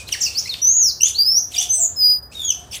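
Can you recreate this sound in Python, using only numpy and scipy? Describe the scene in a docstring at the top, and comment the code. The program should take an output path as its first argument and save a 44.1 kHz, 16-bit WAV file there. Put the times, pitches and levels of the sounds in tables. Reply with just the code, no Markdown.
"""A small songbird sings close by among leaves: gliding whistles, short two-toned chirps, a long arching
note and a buzzy trill, with scratchy rasps and clicky flicks. The notes are tones that follow tables
of pitch and level; rasps are tangles of tiny falling strokes. Noise tails smear the bird with garden echoes.
A far dove coos faintly, heard only through those echoes, over low traffic rumble and hiss made of shaped noise.
Two thin, flickering copies of the whole sound hang shifted up in the treble."""
import sys
import numpy as np
from scipy import signal
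from scipy.fft import rfft, irfft, next_fast_len
from scipy.io import wavfile
from scipy.ndimage import uniform_filter1d, map_coordinates

SR = 44100
rng = np.random.default_rng(int(sys.argv[2]) if len(sys.argv) > 2 else 0)


def volts_from_decibels(level):
    """Turn decibel levels (scalar or array-like) into linear amplitude factors."""
    exponent = np.asarray(level, float) / 20
    return 10 ** exponent


def file_out(sig):
    """Save sig as 16-bit WAV at sys.argv[1]."""
    # one column per channel
    cols = np.atleast_2d(sig).T
    # limit, then scale
    lim = np.clip(cols, -1, 1)
    pcm = np.round(lim * 32767).astype(np.int16)
    wavfile.write(sys.argv[1], SR, pcm)


N = 123480  # length of the scene in samples

# upper cutoff of the bird tones, a steep drop near 9 kHz: (pitch_hz, gain_db)
TONE_CUTOFF = [(8800, 1), (9600, -33)]


def unit(x):
    """Scales a sound to an rms of 1."""
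    return x / np.sqrt(np.mean(x ** 2) + 1e-20)


def along(points, hz):
    """Reads a curve of (Hz, value) points, with frequency on a log axis."""
    point_hz, value = np.transpose(points)
    return np.interp(np.log(hz + 1), np.log(point_hz + 1), value)


def wobble(rate):
    """A smooth random curve through `rate` random points a second."""
    knots = rng.standard_normal(int(N * rate / SR) + 4)
    return map_coordinates(knots, [np.arange(N) * rate / SR])


def coloured(x, spectrum):
    """Filters a sound by a spectrum of (Hz, dB) points."""
    size = next_fast_len(N + 8192)
    gain = volts_from_decibels(along(spectrum, np.fft.rfftfreq(size, 1 / SR)))
    return irfft(rfft(x, size) * gain, size)[:N]


def controls(rows):
    """Gives a note's span, its faded ends and one value per sample for each column."""
    edge_s = .003
    s, *columns = np.transpose(rows)
    span = slice(round(s[0] * SR), round(s[-1] * SR))
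    t = np.arange(N)[span] / SR
    ends = np.clip(np.minimum(t - s[0], s[-1] - t) / edge_s, 0, 1)
    # the root of 2 makes a level in the tables the rms of its sine
    return span, np.sqrt(2) * ends, [np.interp(t, s, column) for column in columns]


def strokes(s, hz, db, length_s, fall_hz_per_s):
    """Very short tones that drop in pitch, one centred on each time s."""
    t = np.arange(-SR // 50, SR // 50) / SR
    swell = volts_from_decibels(db)[:, None] * np.exp(-(t / length_s) ** 2)
    tones = swell * np.sin(2 * np.pi * (hz[:, None] - fall_hz_per_s * t / 2) * t)
    at = np.clip(np.round((s[:, None] + t) * SR).astype(int), 0, N)
    return np.bincount(at.ravel(), tones.ravel(), N + 1)[:N]


def turning(hz):
    """The running phase of a tone: its pitch added up over time, in radians."""
    return 2 * np.pi * np.cumsum(hz) / SR


def pitch_shiver():
    """Small fast unsteadiness of pitch, in Hz."""
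    return 8 * wobble(250)


def whistles():
    """Pure whistles: each is a single sine that glides in pitch and level."""
    # one table a note, before the cutoff: (time_s, pitch_hz, level_db)
    whistle_notes = [
        [(0, 2536, -34), (.022, 2370, -45)],
        [(.068, 3570, -48), (.081, 4250, -34), (.087, 4034, -46), (.096, 1850, -43)],
        [(.203, 7450, -38), (.211, 6300, -25.5), (.22, 5570, -16.5), (.238, 4440, -31.5)],
        [(.208, 7600, -25), (.222, 7360, -27), (.238, 5960, -17), (.252, 5200, -19), (.265, 4640, -25.5),
         (.29, 4250, -33.5)],
        [(.348, 4220, -32), (.37, 4660, -24.5), (.385, 5500, -17), (.4, 7200, -28.5)],
        [(.384, 4970, -19.5), (.402, 6120, -25.5)],
        [(.491, 4340, -25), (.5, 4360, -21.5), (.52, 3690, -31), (.538, 3580, -25)],
        [(1.143, 3740, -35.5), (1.16, 4330, -22.5), (1.176, 4483, -33), (1.19, 4685, -13), (1.215, 4793, -12.5),
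         (1.245, 4907, -26), (1.28, 5150, -13.5), (1.35, 5493, -20), (1.38, 5810, -11), (1.415, 6760, -33.5)],
        [(1.688, 6030, -32.5), (1.705, 6183, -15.5), (1.745, 6217, -16.5), (1.8, 5670, -42.5)],
        [(1.96, 5140, -34), (1.99, 5075, -20.5), (2.045, 4898, -11), (2.12, 4933, -13.5), (2.163, 4916, -19.5),
         (2.182, 5010, -37.5)],
    ]
    out, shiver_hz = np.zeros(N), pitch_shiver()
    for rows in whistle_notes:
        span, ends, (hz, db) = controls(rows)
        out[span] += ends * volts_from_decibels(db) * np.sin(turning(hz + shiver_hz[span]))
    return coloured(out, TONE_CUTOFF)


def chirps():
    """Two-toned chirps: a gliding tone with a strong octave and a weak third partial, all husky."""
    # one table a note, before huskiness and cutoff: (time_s, pitch_hz, level_db, octave_level_db)
    chirp_notes = [
        [(.12, 3240, -29, -38), (.128, 2884, -35.5, -26.5), (.14, 2303, -34.5, -30), (.155, 1645, -31, -46)],
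        [(.254, 2987, -37, -33), (.266, 2760, -34, -36), (.282, 2460, -36.5, -37)],
        [(.455, 2009, -42.5, -37.5), (.474, 2256, -36.5, -35.5), (.486, 2905, -28, -26)],
        [(1.0, 2753, -46, -35), (1.01, 2784, -31, -32.5), (1.025, 3010, -46, -22), (1.04, 3087, -30.5, -14),
         (1.062, 3420, -37, -22.5), (1.085, 3625, -26.5, -31.5)],
        [(1.537, 4096, -25, -64), (1.551, 3440, -30, -37), (1.562, 2400, -31, -29.5),
         (1.572, 2390, -39.5, -21.5)],
        [(1.578, 2732, -32, -21.5), (1.591, 2990, -28, -13.5), (1.609, 3272, -31.5, -25.5),
         (1.625, 3640, -27.5, -45)],
        [(2.315, 2410, -45, -43), (2.34, 2980, -58, -68)],
        [(2.345, 3750, -40, -52), (2.36, 3780, -34, -84), (2.41, 3577, -30, -45), (2.44, 3350, -29.5, -32),
         (2.47, 3354, -37, -27), (2.492, 3204, -26.5, -19), (2.51, 2996, -31.5, -21.5),
         (2.532, 2435, -41, -35.5)],
        [(2.71, 2970, -70, -44), (2.732, 2173, -54, -33)],
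        [(2.722, 3244, -51, -36), (2.745, 2290, -35, -40)],
        [(2.736, 3060, -53, -42), (2.755, 3078, -42, -34), (2.77, 2810, -43, -43)],
    ]
    third_db = -9  # third partial compared with the weaker of the other two
    out, shiver_hz = np.zeros(N), pitch_shiver()
    husk_db = 5 * wobble(200)  # fast unevenness of level
    for rows in chirp_notes:
        span, ends, (hz, db, octave_db) = controls(rows)
        turn = turning(hz + shiver_hz[span])
        tones = volts_from_decibels(db) * np.sin(turn) + volts_from_decibels(octave_db) * np.sin(2 * turn)
        tones += volts_from_decibels(np.minimum(db, octave_db) + third_db) * np.sin(3 * turn)
        out[span] += ends * volts_from_decibels(husk_db[span]) * tones
    return coloured(out, TONE_CUTOFF)


def trill():
    """The long arching note and the buzzy trill: tones whose pitch and strength flutter fast and unevenly."""
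    # both tables, before pulsing and cutoff: (time_s, centre_hz, level_db, swing_hz)
    arching_note = [(0.616, 5910, -25.5, 4.7), (0.626, 5830, -18, 5.3), (0.681, 6153, -12.5, 21),
                    (0.708, 6446, -11.5, 73), (0.736, 6520, -18.5, 260), (0.773, 6845, -14, 130),
                    (0.807, 6583, -13.5, 49), (0.849, 5696, -15, 19), (0.888, 5030, -17, 44),
                    (0.916, 3870, -29.5, 20)]
    trill_note = [(1.716, 8330, -33.5, 302), (1.745, 8340, -20, 400), (1.789, 8060, -24, 400),
                  (1.809, 7410, -16, 402), (1.838, 6963, -14.5, 347), (1.867, 6800, -17, 250)]
    mean_rate_hz, rate_jitter, roughness = 170, 0.61, 0.45
    pulse_db_per_khz = 14.5  # pulsing grows with the swing
    octave_db = -6  # octave compared with the tone at 1 kHz of swing
    out, upper = np.zeros((2, N))
    beat = turning(mean_rate_hz * (1 + rate_jitter * wobble(60)))
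    flutter = np.sin(beat) + roughness * wobble(800)
    for rows in arching_note, trill_note:
        span, ends, (hz, db, swing_hz) = controls(rows)
        pulse_db = pulse_db_per_khz * np.abs(swing_hz) / 1000 * (np.cos(beat[span]) - .5)
        turn = turning(hz + swing_hz * flutter[span])
        strength = ends * volts_from_decibels(db + pulse_db)
        out[span] += strength * np.sin(turn)
        # the octave grows with the swing squared
        upper[span] += strength * volts_from_decibels(octave_db) * (swing_hz / 1000) ** 2 * np.sin(2 * turn)
    return coloured(out, TONE_CUTOFF) + upper


def rasps():
    """Short scratchy puffs where notes break off: a dense tangle of quick falling strokes over throat noise."""
    # each puff: (centre_s, level_db, length_s)
    puffs = [(0.088, -36, 0.017), (0.13, -31.5, 0.039), (1.081, -29, 0.062), (1.519, -38.5, 0.0085),
             (1.565, -31.5, 0.071), (1.626, -28.5, 0.039), (2.757, -28.5, 0.055)]
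    # tone colour of the puffs: (pitch_hz, relative_level_db)
    rasp_colour = [(1200, -21), (2200, -17.5), (3300, -5.5), (4300, -15.5), (6000, -11.5), (8200, -7),
                   (15500, -18.5)]
    low_hz, high_hz = 2100, 12000
    breath_db = -5  # throat noise compared with the strokes, before colouring
    t = np.arange(N) / SR
    shape = sum(volts_from_decibels(db) * np.exp(-(2 * (t - s) / length) ** 2) for s, db, length in puffs)
    when, pitch, softness = rng.random(size=(4000, 3)).T
    stroke_hz = low_hz * (high_hz / low_hz) ** pitch
    tangle = strokes(when * N / SR, stroke_hz, -10 * softness, length_s=.004, fall_hz_per_s=90000)
    scratch = unit(tangle) + volts_from_decibels(breath_db) * rng.standard_normal(N)
    return shape * unit(coloured(scratch, rasp_colour))


def flicks():
    """Clicky flicks: tones that drop steeply within a few milliseconds."""
    # each flick: (centre_s, centre_hz, peak_level_db)
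    flick_list = [(.091, 3240, -26.5), (.541, 3910, -17), (1.083, 6240, -14.5), (1.612, 7870, -18.5),
                  (1.628, 5910, -18)]
    return strokes(*np.transpose(flick_list), length_s=.0025, fall_hz_per_s=600000)


def garden(bird, far):
    """Leaves and walls answer: noise tails that die away, with a new echo pattern every fifth of a second."""
    # how long echoes ring at each pitch: (pitch_hz, time_to_fall_60_db_s)
    ring_time = [(3000, 0.4), (6000, 0.29), (9000, 0.28)]
    echo_db, lag_s = -4, 0.0048
    # the bird's echo send is turned down for 0.3 s, so the level whistle leaves a faint tail
    dip_start_s, dip_db = 1.95, -10.5
    t = np.arange(N) / SR
    dip = (t > dip_start_s) & (t < dip_start_s + .3)
    sent = bird * volts_from_decibels(dip_db * dip) + far
    out, step = np.zeros(N + SR), SR // 5
    for i in range(0, N, step):
        hz, tail_t, z = signal.stft(rng.standard_normal(SR // 2), SR, nperseg=256)
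        decay = volts_from_decibels(-60 * tail_t / along(ring_time, hz)[:, None])
        tail = signal.istft(z * decay, SR, nperseg=256)[1]
        # neighbouring stretches overlap and crossfade
        start = max(i - step, 0)
        fade = np.hanning(2 * step)[max(step - i, 0):]
        part = sent[start:i + step]
        wet = signal.fftconvolve(part * fade[:len(part)], tail / np.linalg.norm(tail))
        out[start + round(lag_s * SR):][:len(wet)] += wet
    return volts_from_decibels(echo_db) * out[:N]


def dove():
    """Far soft coos: swelling sines made husky by a wavering phase."""
    # each coo, peak level before the echoes: (start_s, length_s, pitch_hz, level_db)
    coos = [(1.294, 0.096, 739, -44), (1.518, 0.11, 723.3, -34), (1.732, 0.11, 661, -37),
            (2.548, 0.063, 736, -36.5)]
    t = np.arange(N) / SR
    out = np.zeros(N)
    for s, length, hz, db in coos:
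        swell = np.exp(-(2 * (t - s - length / 2) / length) ** 2)
        out += volts_from_decibels(db) * swell * np.sin(2 * np.pi * (hz * t + 0.41 * wobble(35)))
    return out


def noise_bed(level, colour):
    """Random noise with a given tone colour and a level that changes over time."""
    level_db = np.interp(np.arange(N) / SR, *np.transpose(level))
    return volts_from_decibels(level_db) * unit(coloured(rng.standard_normal(N), colour))


def traffic():
    """Low traffic rumble: noise weighted toward the bass."""
    # loudness over time: (time_s, level_db)
    rumble_level = [(0, -43), (1, -47), (2.8, -44.5)]
    # tone colour: (pitch_hz, relative_level_db_per_hz)
    rumble_colour = [(25, -37), (60, 3.5), (95, -0.5), (190, -12.5), (520, -14.5), (1800, -23), (2600, -48)]
    return noise_bed(rumble_level, rumble_colour)


def hiss():
    """A hiss that comes and goes: noise weighted toward the treble."""
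    # loudness over time: (time_s, level_db)
    hiss_level = [(0, -36.5), (.055, -48.5), (.22, -38.5), (.6, -44.5), (.7, -50), (1.28, -68),
                  (1.5, -56.5), (1.53, -42.5), (2.06, -60.5), (2.3, -73.5), (2.33, -43.5), (2.7, -56)]
    # tone colour: (pitch_hz, relative_level_db_per_hz)
    hiss_colour = [(1500, -56), (2200, -2.5), (6000, 0.5), (9000, -4.5), (15800, -30)]
    return noise_bed(hiss_level, hiss_colour)


def shadows(x):
    """The sound again, moved up by two fixed steps in Hz, faint and flickering."""
    # where each of the two shadows lands, one table each: (pitch_hz, gain_db)
    landing = [
        [(7500, -100), (7900, -17), (9500, -33.5), (11500, -25.5), (12200, -60.5), (14200, -28.5),
         (15000, -97.5)],
        [(12300, -95), (12700, -21), (14000, -30), (14600, -19.5), (15500, -27.5), (16000, -97)],
    ]
    shifts_hz = 5512.5, 9646.9
    flicker_shares = 0.91, 0.12  # share of fast random flicker
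    squeeze = 0.24  # quiet notes cast a relatively stronger shadow
    t = np.arange(N) / SR
    # the complex form of a sound lets all its pitches move up by the same number of Hz
    whole = signal.hilbert(x, next_fast_len(N))[:N]
    whole = whole / (uniform_filter1d(abs(whole), size=800) + .001) ** squeeze
    out = np.zeros(N)
    for hz, land, share in zip(shifts_hz, landing, flicker_shares):
        flicker = 1 - share + share * (wobble(440) + 1j * wobble(310))
        moved = whole * np.exp(2j * np.pi * hz * t) * flicker
        out += coloured(moved.real, land)
    return out


def scene():
    """The bird, the garden echoes of bird and dove, and the background."""
    bird = whistles() + chirps() + trill() + rasps() + flicks()
    echoes = garden(bird, dove())
    return (bird + echoes + traffic() + hiss())[None]


def band_limit(x):
    """A steep low-pass at the top of the band."""
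    return signal.sosfilt(signal.butter(12, 15950, fs=SR, output="sos"), x)


def record(dry):
    """Adds the treble shadows to the scene and finishes the mix."""
    mix = dry + shadows(dry[0])
    return band_limit(mix)


dry = scene()
out = record(dry)
file_out(out)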